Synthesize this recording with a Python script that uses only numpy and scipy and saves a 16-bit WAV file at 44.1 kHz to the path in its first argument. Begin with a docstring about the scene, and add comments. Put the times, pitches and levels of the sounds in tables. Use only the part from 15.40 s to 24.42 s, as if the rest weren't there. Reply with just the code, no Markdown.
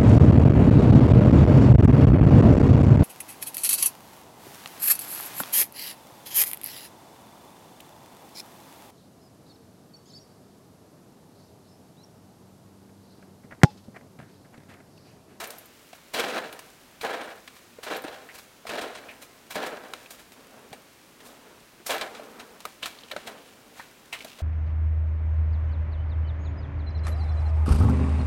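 """A ski edge scuffs and a buckle jingles, close to the microphone, out in deep snow on a still day.
A ski tourer shuffles on: in each stride the weight lands and crushes the snow under a ringing ski,
then the crunch fades and clothing rustles. After a pause and one more stride the gear knocks, clicks
and creaks, and small metal parts jingle. The snow swallows all echoes; a faint hiss of air lies behind."""
import sys
import numpy as np
from scipy import signal
from scipy.fft import rfft, irfft, next_fast_len
from scipy.io import wavfile

SR = 44100
rng = np.random.default_rng(int(sys.argv[2]) if len(sys.argv) > 2 else 0)


def digitize_waveform(pressure):
    """Quantize a signal to 16-bit integers and store it at the path in sys.argv[1].

    Rows of a 2-D input are taken as channels; values are limited to [-1, 1].
    """
    field = np.atleast_2d(pressure).T
    bounded = np.clip(field, -1, 1)
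    quanta = np.round(bounded * 32767).astype(np.int16)
    wavfile.write(sys.argv[1], SR, quanta)


N = 397782
TIME = np.arange(N) / SR

# The tone of each noise. Each row: frequency in Hz, relative level in dB.
AIR_SPECTRUM = [(15, -55), (25, -8), (193, 0), (253, 2.5), (495, -2.5), (552, -1.5), (666, -4),
                (1620, -6.5), (1950, -7.5), (2300, -7), (3530, -10.5), (15500, -19)]
HISS_SPECTRUM = [(1500, -38), (3500, 0), (6500, 1.5), (9000, 0), (13000, 0.5), (15500, -4)]
RASP_SPECTRUM = [(100, -8), (300, -6.5), (700, -2), (1500, 1.5), (2600, 1.5), (4000, -2.5), (6000, -9),
                 (9000, -9), (15500, -39)]
RUB_SPECTRUM = [(50, -50), (150, -24), (195, -7), (235, 1), (320, -9), (450, 0), (560, -5), (750, -6),
                (1500, -11), (3000, -28), (8000, -67)]
GRIT_SPECTRUM = [(800, -37), (1600, -15.5), (2700, 2), (4000, -4), (6000, -10), (10000, -15.5),
                 (15500, -21)]
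CRUSH_SPECTRUM = [(40, -24), (100, -17), (160, -5), (240, 1), (500, -1.5), (750, -1.5), (1100, -7),
                  (1600, -1.5), (2300, -11), (3500, -18), (7000, -38.5)]
# Resonances of ski and boot. Each row: frequency in Hz, width in Hz, level in dB over the plain sound.
SKI_MODES = [(460, 35, 2.5), (510, 13.5, 7), (613, 56, 4), (692, 17, 6.5), (776, 30, 3), (955, 29, 0.5),
             (1051, 12, 7), (1290, 105, -8), (1710, 61, -11), (2312, 46, 2.5), (3340, 55, -3),
             (3985, 280, -2)]
# Modes of a loose buckle and a smaller metal part.
# Each row: frequency in Hz, relative level in dB, seconds to fade by 60 dB.
BUCKLE_MODES = [(9100, -14, 0.12), (9700, -4, 0.093), (10320, -7, 0.055), (11860, 0, 0.023),
                (13100, 2.5, .07), (14040, -7, 0.05), (14500, -8, .04), (15100, -6, .04)]
SMALL_PART_MODES = [(8920, -10.5, 0.099), (9600, -13, .06), (9350, -24, .05)]
# Touches that set those two ringing. 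Each row: start in seconds, relative level in dB.
BUCKLE_TOUCHES = [(0.072, -29), (0.105, -28), (0.184, -29), (0.257, -35), (1.127, -31), (2.567, -30),
                  (2.620, -34), (6.469, -24), (6.545, -28), (7.253, -36)]
SMALL_PART_TOUCHES = [(1.835, -33), (2.638, -33), (5.331, -37), (8.075, -43)]
# Pole tips and bindings creak. Each row: start in seconds, decay in seconds, level in dB, pitch in Hz.
GEAR_CREAKS = [(2.888, 0.021, -41.5, 2020), (3.685, 0.025, -40, 2300), (4.535, 0.0022, -35, 3030),
               (4.659, 0.0037, -42, 2730), (6.613, 0.0077, -29.5, 3770), (7.429, 0.013, -28.5, 3400),
               (7.587, 0.0036, -42, 4000), (7.634, 0.0045, -42, 3450), (7.713, 0.011, -35, 1730),
               (7.715, 0.0058, -30.5, 3380), (8.396, 0.015, -38.5, 1650), (8.726, 0.025, -32, 2330),
               (8.805, 0.011, -38, 2450)]
# Boots, bindings and poles knock. Each row: start in seconds, level in dB, pitch in Hz.
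GEAR_KNOCKS = [(0.531, -38, 705), (1.641, -22.5, 800), (2.386, -30, 470), (2.646, -20.5, 303),
               (3.253, -28.5, 680), (4.535, -29.5, 1320), (5.317, -31, 150), (5.331, -30.5, 796),
               (6.401, -36, 350), (6.796, -27, 640), (7.253, -22, 1250), (7.72, -29, 590),
               (7.733, -29, 545), (7.763, -21, 595), (7.764, -30, 1510), (7.881, -31, 690),
               (8.396, -29, 937), (8.849, -27, 636), (9.004, -31, 650)]
# The skis glide and shift. Each row: start and length in seconds, murmur and rustle in relative dB.
SKI_GLIDES = [(4.948, 0.19, -56, -78), (5.115, 0.27, -54.5, -72), (5.807, 0.39, -54, -63),
              (6.69, 0.35, -47.5, -57), (7.037, 0.12, -52.5, -75), (7.458, 0.67, -57, -52.5),
              (7.813, 0.18, -50, -67), (8.05, 0.41, -58.5, -75), (8.767, 0.2, -57, -48.5)]
# Hard scrapes of edges, poles and bindings, and softer swishes through powder.
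# Each row: start and decay in seconds, rasp and hiss in relative dB.
HARD_SCUFFS = [(0.105, 0.0024, -42, -35), (0.53, 0.004, -39, -62), (1.127, 0.0046, -39, -52),
               (1.191, 0.0062, -41.5, -40), (1.812, 0.0068, -43, -54), (2.076, 0.0066, -40.5, -50),
               (4.536, 0.0022, -30.5, -39.5), (4.704, 0.025, -48, -42.5), (4.92, 0.0034, -45, -47),
               (5.328, 0.011, -43.5, -50), (5.803, 0.011, -47.5, -58), (6.58, 0.0055, -38, -42),
               (6.611, 0.0079, -30, -44), (6.745, 0.032, -45, -63), (7.2038, 0.0038, -39.5, -45),
               (7.2524, 0.0047, -35.5, -36.5), (7.426, 0.024, -35, -45), (7.457, 0.012, -32, -36),
               (7.712, 0.0092, -38, -43), (7.764, 0.0027, -31, -47), (8.726, 0.022, -34.5, -43),
               (8.846, 0.0046, -37.5, -39), (8.986, 0.016, -45.5, -56)]
POWDER_SWISHES = [(0.036, 0.01, -43, -42), (0.793, 0.0088, -30, -35), (2.155, 0.018, -52.5, -63),
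                  (2.935, 0.02, -46.5, -48), (2.981, 0.011, -47.5, -45.5), (3.411, 0.011, -35.5, -45),
                  (3.543, 0.017, -41, -67), (3.814, 0.015, -45.5, -44), (4.147, 0.014, -38, -44),
                  (4.224, 0.009, -45, -53), (4.26, 0.011, -38.5, -43), (4.782, 0.021, -51.5, -55),
                  (5.835, 0.043, -55.5, -50.5), (6.497, 0.018, -30.5, -39), (6.991, 0.014, -41.5, -55),
                  (7.866, 0.014, -39, -46), (8.345, 0.056, -48.5, -54)]
# The snow gives way once more under the ski.
# Each row: start in seconds, crunch in relative dB, fade in dB per second, grit offset in dB.
SNOW_SLUMPS = [(0.96, -34.5, 170, -9), (1.646, -27.5, 400, -4.5), (1.875, -41.5, 173, -12),
               (2.5, -33, 400, -5), (2.639, -37, 67, -7), (3.434, -37.5, 350, -11), (4.263, -39, 222, -6),
               (6.616, -30, 189, -22), (7.876, -43, 118, -23)]
# The strides. Each row: start, wait until the weight lands and length of the push, all in seconds,
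# crunch in relative dB, fade in dB per second, grit offset in dB, edge hiss in dB, low cut in Hz.
SKI_STRIDES = [(0.0, 0.0, 0.005, -38, 87, -9, -38, 120), (0.7357, 0.0043, 0.24, -29, 77, -4.5, -36.5, 170),
               (1.61, 0.021, 0.18, -31, 117, -10.5, -42, 335), (2.43, 0.032, 0.1, -33, 159, -7, -44, 260),
               (3.267, 0.024, 0.021, -31, 48, -7, -47, 167),
               (4.104, 0.05, 0.0084, -29.5, 51.5, -10.5, -40, 150),
               (6.463, 0.029, 0.072, -28, 252, -4, -30.5, 380)]


def from_db(db):
    """Decibels to gain."""
    return 10 ** (np.asarray(db) / 20)


def rms_one(x):
    """Scale to an rms of 1."""
    return x / np.sqrt(np.mean(x ** 2) + 1e-20)


def coloured(x, spectrum):
    """Give a steady sound a spectrum; rms 1."""
    hz, db = np.transpose(spectrum)
    size = next_fast_len(N)
    bins = np.maximum(np.fft.rfftfreq(size, 1 / SR), 1)
    gain = from_db(np.interp(np.log(bins), np.log(hz), db))
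    return rms_one(irfft(rfft(x, size) * gain, size)[:N])


def noise(spectrum):
    """Steady noise with a spectrum; rms 1."""
    return coloured(rng.standard_normal(N), spectrum)


def drift(rate):
    """A random wander that turns about rate times a second; rms 1."""
    turns = rng.standard_normal(N // 20)
    return rms_one(np.interp(TIME * rate, np.arange(len(turns)), turns))


def grains(per_s, spread_db, clump_db, clump_rate):
    """Tiny clicks, as of snow crystals breaking: at random, in many sizes and in clumps."""
    born = rng.random(N) < per_s / SR
    sizes = from_db(spread_db * np.minimum(rng.exponential(1, N), 4)) * rng.choice([-1, 1], N)
    return born * sizes * from_db(clump_db * drift(clump_rate))


def through_ski(x):
    """The ski adds its resonances to whatever shakes it; rms 1."""
    out = x.copy()
    for hz, width, db in SKI_MODES:
        r = np.exp(-np.pi * width / SR)
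        feedback = [1, -2 * r * np.cos(2 * np.pi * hz / SR), r * r]
        out += from_db(db) * signal.lfilter(np.array([1, 0, -1]) * (1 - r * r) / 2, feedback, x)
    return rms_one(out)


def add(track, start, sound):
    """Mix a short sound into a track, start seconds in."""
    i = round(start * SR)
    track[i:i + len(sound)] += sound[:N - i]


def air(level_db=-54):
    """The open air over the snow is a faint, steady hiss."""
    return from_db(level_db) * noise(AIR_SPECTRUM)


def clothing(level_db=-63.5, delay_s=0.51, width_s=0.24):
    """Sleeves and pack rustle unevenly as the arms swing through, late in each stride."""
    swing = sum(np.exp(-((TIME - start - delay_s) / width_s) ** 2) for start, *_ in SKI_STRIDES)
    fabric = coloured(grains(per_s=3700, spread_db=7.5, clump_db=-1.5, clump_rate=30), HISS_SPECTRUM)
    return from_db(level_db) * swing * fabric


def crumbs(level_db=-56, tick_s=0.0033):
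    """Stray crumbs of snow tick faintly on cloth and skis."""
    ticks = grains(per_s=25, spread_db=2.0, clump_db=2.0, clump_rate=3)
    patter = signal.lfilter([1], [1, -np.exp(-1 / (tick_s * SR))], np.abs(ticks) + 1e-18)
    return from_db(level_db) * patter * (noise(HISS_SPECTRUM) + noise(RASP_SPECTRUM)) / 2


def scratches(gain_db=-15, decay_s=0.003):
    """Metal slides a little on metal at every touch of the buckle."""
    contact, t = np.zeros(N), TIME[:SR // 8]
    for start, db in BUCKLE_TOUCHES:
        add(contact, start, from_db(db + gain_db) * np.exp(-t / decay_s))
    return contact * noise(HISS_SPECTRUM)


def metal(touches, modes, gain_db, detune):
    """Each touch strikes every mode with its own strength; the changing grip shifts the pitches a bit."""
    out, t = np.zeros(N), TIME[:SR // 4]
    hz, mode_db, t60 = np.transpose(modes)[:, :, None]
    for start, db in touches:
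        strength, shift = rng.uniform(-1, 1, (2, len(modes), 1))
        fade = (1 + strength / 2) * from_db(mode_db - 60 * t / t60)
        tones = np.sin(2 * np.pi * hz * (1 + detune * shift) * t)
        add(out, start, from_db(db + gain_db) * np.sum(fade * tones, axis=0))
    return out


def creaks(log_half_width=0.2, rise_s=0.0015):
    """A quick run of slips excites one broad resonance, a new one at each contact."""
    out, t = np.zeros(N), TIME[:SR // 8]
    for start, decay, db, hz in GEAR_CREAKS:
        band_hz = hz * np.exp([-log_half_width, log_half_width])
        resonance = signal.butter(2, band_hz, "band", fs=SR, output="sos")
        slips = signal.sosfilt(resonance, rng.standard_normal(len(t)))
        shape = np.minimum(t / rise_s, 1) * np.exp(-np.maximum(t - rise_s, 0) / decay)
        add(out, start, from_db(db) * rms_one(slips * shape) * np.sqrt(np.mean(shape ** 2)))
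    return out


def knocks(t60_s=0.028, overtone_ratio=2.3, overtone_db=-13, rattle_db=-18, rattle_t60_s=0.12):
    """Hard plastic knocks, quickly damped by the snow, and shakes the ski for a moment."""
    out, shake, t = np.zeros(N), np.zeros(N), TIME[:SR // 4]
    fade = from_db(-60 * t / t60_s)
    for start, db, hz in GEAR_KNOCKS:
        phase = 2 * np.pi * hz * t
        contact = 1 - np.exp(-hz * t / 0.57)   # a cushioned blow builds over about half a cycle
        overtone = from_db(overtone_db) * fade ** 2 * np.sin(overtone_ratio * phase)
        add(out, start, from_db(db) * contact * (fade * np.sin(phase) + overtone))
        add(shake, start, from_db(db - 60 * t / rattle_t60_s))
    return out + from_db(rattle_db) * shake * through_ski(noise(CRUSH_SPECTRUM))


def glides(murmur_gain_db=1.5, rustle_gain_db=-2.5, rise_s=0.025, fall_s=0.038, sag_db_per_s=9):
    """A lightly loaded ski rubs over the powder with a low murmur, while crumbs of snow rustle."""
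    murmur, rustle = np.zeros(N), np.zeros(N)
    for start, length, murmur_db, rustle_db in SKI_GLIDES:
        t = np.maximum(TIME - start, 0)
        gate = np.minimum(t / rise_s, 1) * np.exp(-np.clip((t - length) / fall_s, 0, 20))
        moving = gate * from_db(-sag_db_per_s * t)   # a glide slows as it goes
        murmur = np.hypot(murmur, from_db(murmur_db + murmur_gain_db) * moving)
        rustle = np.hypot(rustle, from_db(rustle_db + rustle_gain_db) * moving)
    rub = coloured(grains(per_s=2500, spread_db=0.5, clump_db=-1.5, clump_rate=31), RUB_SPECTRUM)
    loose_snow = coloured(grains(per_s=2500, spread_db=6.0, clump_db=1.0, clump_rate=140), GRIT_SPECTRUM)
    return murmur * rub + rustle * loose_snow


def squeaks(per_s=1100, t60_cycles=14, low_hz=1400, high_hz=9000, pitches=18):
    """Bigger clumps of cold snow squeak for a few cycles as they shear, each at its own pitch."""
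    out = np.zeros(N)
    for hz in np.geomspace(low_hz, high_hz, pitches):
        clicks = np.zeros(N)
        at = rng.integers(0, N, int(per_s * N / SR / pitches))
        clicks[at] = rng.standard_normal(len(at))
        r, w = from_db(-60 * hz / (t60_cycles * SR)), 2 * np.pi * hz / SR
        ringing = signal.lfilter([np.sin(w), 0, -np.sin(w)], [1, -2 * r * np.cos(w), r * r], clicks + 1e-18)
        out += ringing / w ** 1.5   # higher squeaks are weaker
    return rms_one(out)


def scrape_shape(t, decay, rise, lead_db=-13, tail_db=-19, tail_s=0.086):
    """The snow starts to give, the scrape swells and stops, and loosened crumbs trickle after it."""
    lead = from_db(lead_db) * np.exp(np.minimum(t, 0) / (0.16 * decay))
    swell = np.maximum(np.clip(t / rise, 0, 1), lead)
    after = np.maximum(t - rise, 0)
    stop = np.exp(-(after / decay) ** 0.83)
    trickle = from_db(tail_db) * np.exp(-after / tail_s)
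    return swell * np.maximum(stop, trickle)


def scuffs(shear, edge_db=-37.5, edge_decay_s=0.024, hard_rise_share=0.15, soft_rise_share=0.73):
    """Edges and poles scrape with a rasp and a hiss: sharply as each stride opens, softly in powder."""
    rasp, hiss = np.zeros(N), np.zeros(N)
    openings = [(start, edge_decay_s, edge_db, hiss_db) for start, *_, hiss_db, _ in SKI_STRIDES]
    scrapes = [(*row, hard_rise_share) for row in openings + HARD_SCUFFS]
    scrapes += [(*row, soft_rise_share) for row in POWDER_SWISHES]
    for start, decay, rasp_db, hiss_db, rise_share in scrapes:
        near = np.abs(TIME - start) < 0.25
        shape = scrape_shape(TIME[near] - start, decay, rise_share * decay)
        rasp[near] += from_db(rasp_db) * shape
        hiss[near] += from_db(hiss_db) * shape
    catching = rms_one(from_db(drift(rate=300)))   # the surfaces catch and slip
    scraped = coloured(grains(per_s=9000, spread_db=3.0, clump_db=1.0, clump_rate=180), RASP_SPECTRUM)
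    coarse = from_db(1.5) * through_ski(scraped) + from_db(-9.5) * shear
    return catching * (rasp * coarse + hiss * noise(HISS_SPECTRUM))


def thuds(gain_db=-19.5, hz=97, t60_s=0.11, deep_cut_hz=170):
    """The landing weight shakes the deep snow; a ski that stays near the surface hardly does."""
    out, t = np.zeros(N), TIME[:SR // 4]
    for start, lag, _, db, *_, low_hz in SKI_STRIDES:
        depth = min(deep_cut_hz / low_hz, 1) ** 3   # the deeper a ski sinks, the lower its crunch reaches
        fade = from_db(db + gain_db - 60 * t / t60_s)
        add(out, start + lag, depth * fade * np.sin(2 * np.pi * hz * t))
    return out


def pressure(t, hold, fade_db_per_s, landing_s=0.0028, sag_db_per_s=21.5):
    """The weight on the snow comes on quickly, sags during the push, then fades."""
    loss_db = sag_db_per_s * np.minimum(t, hold) + fade_db_per_s * np.maximum(t - hold, 0)
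    return np.minimum(t / landing_s, 1) * from_db(-np.minimum(loss_db, 200))


def crunch(shear, crush_db=-0.88, crystal_db=-3, squeak_db=-6, grit_loss_db_per_s=12, slump_cut_hz=276):
    """Weight packs the snow: a dull crunch from below the ski, finer grit and squeaks along its edges."""
    collapse = from_db(1.76 * drift(rate=70))   # the snow gives way in small jerks
    coarse = grains(per_s=3000, spread_db=2.0, clump_db=0.43, clump_rate=200)
    fine = grains(per_s=9000, spread_db=1.0, clump_db=2.5, clump_rate=300)
    crush = through_ski(coloured(coarse, CRUSH_SPECTRUM))
    crystals = through_ski(coloured(fine, GRIT_SPECTRUM))
    flicker = from_db(1.95 * drift(rate=38))
    edges = (from_db(crystal_db) * crystals + from_db(squeak_db) * shear) * flicker
    pushes = [(start + lag, hold, db, fade, grit_db, low_hz)
              for start, lag, hold, db, fade, grit_db, _, low_hz in SKI_STRIDES]
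    pushes += [(start, 0, db, fade, grit_db, slump_cut_hz) for start, db, fade, grit_db in SNOW_SLUMPS]
    out = np.zeros(N)
    for start, hold, db, fade, grit_db, low_hz in pushes:
        t = np.maximum(TIME - start, 0)
        packed = signal.sosfilt(signal.butter(2, low_hz, "high", fs=SR, output="sos"), crush)
        grit = from_db(grit_db - grit_loss_db_per_s * t) * edges   # dies sooner as the ski slows
        out += from_db(db) * pressure(t, hold, fade) * (from_db(crush_db) * packed + grit)
    return collapse * out


def scene():
    """One microphone close to the skier: still air behind, gear and snow in front, no echo."""
    background = air()
    jingles = metal(BUCKLE_TOUCHES, BUCKLE_MODES, gain_db=-16, detune=0.022)
    pings = metal(SMALL_PART_TOUCHES, SMALL_PART_MODES, gain_db=-6, detune=0.003)
    shear = squeaks()
    snow = crunch(shear) + thuds() + scuffs(shear) + glides() + creaks() + crumbs()
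    gear = knocks() + jingles + scratches() + pings + clothing()
    return (background + gear + snow)[None]


def record(dry, cutoff_hz=16000):
    """The very top of the treble is cut steeply."""
    return signal.sosfilt(signal.ellip(12, 0.1, 80, cutoff_hz, fs=SR, output="sos"), dry)


dry = scene()
out = record(dry)
digitize_waveform(out)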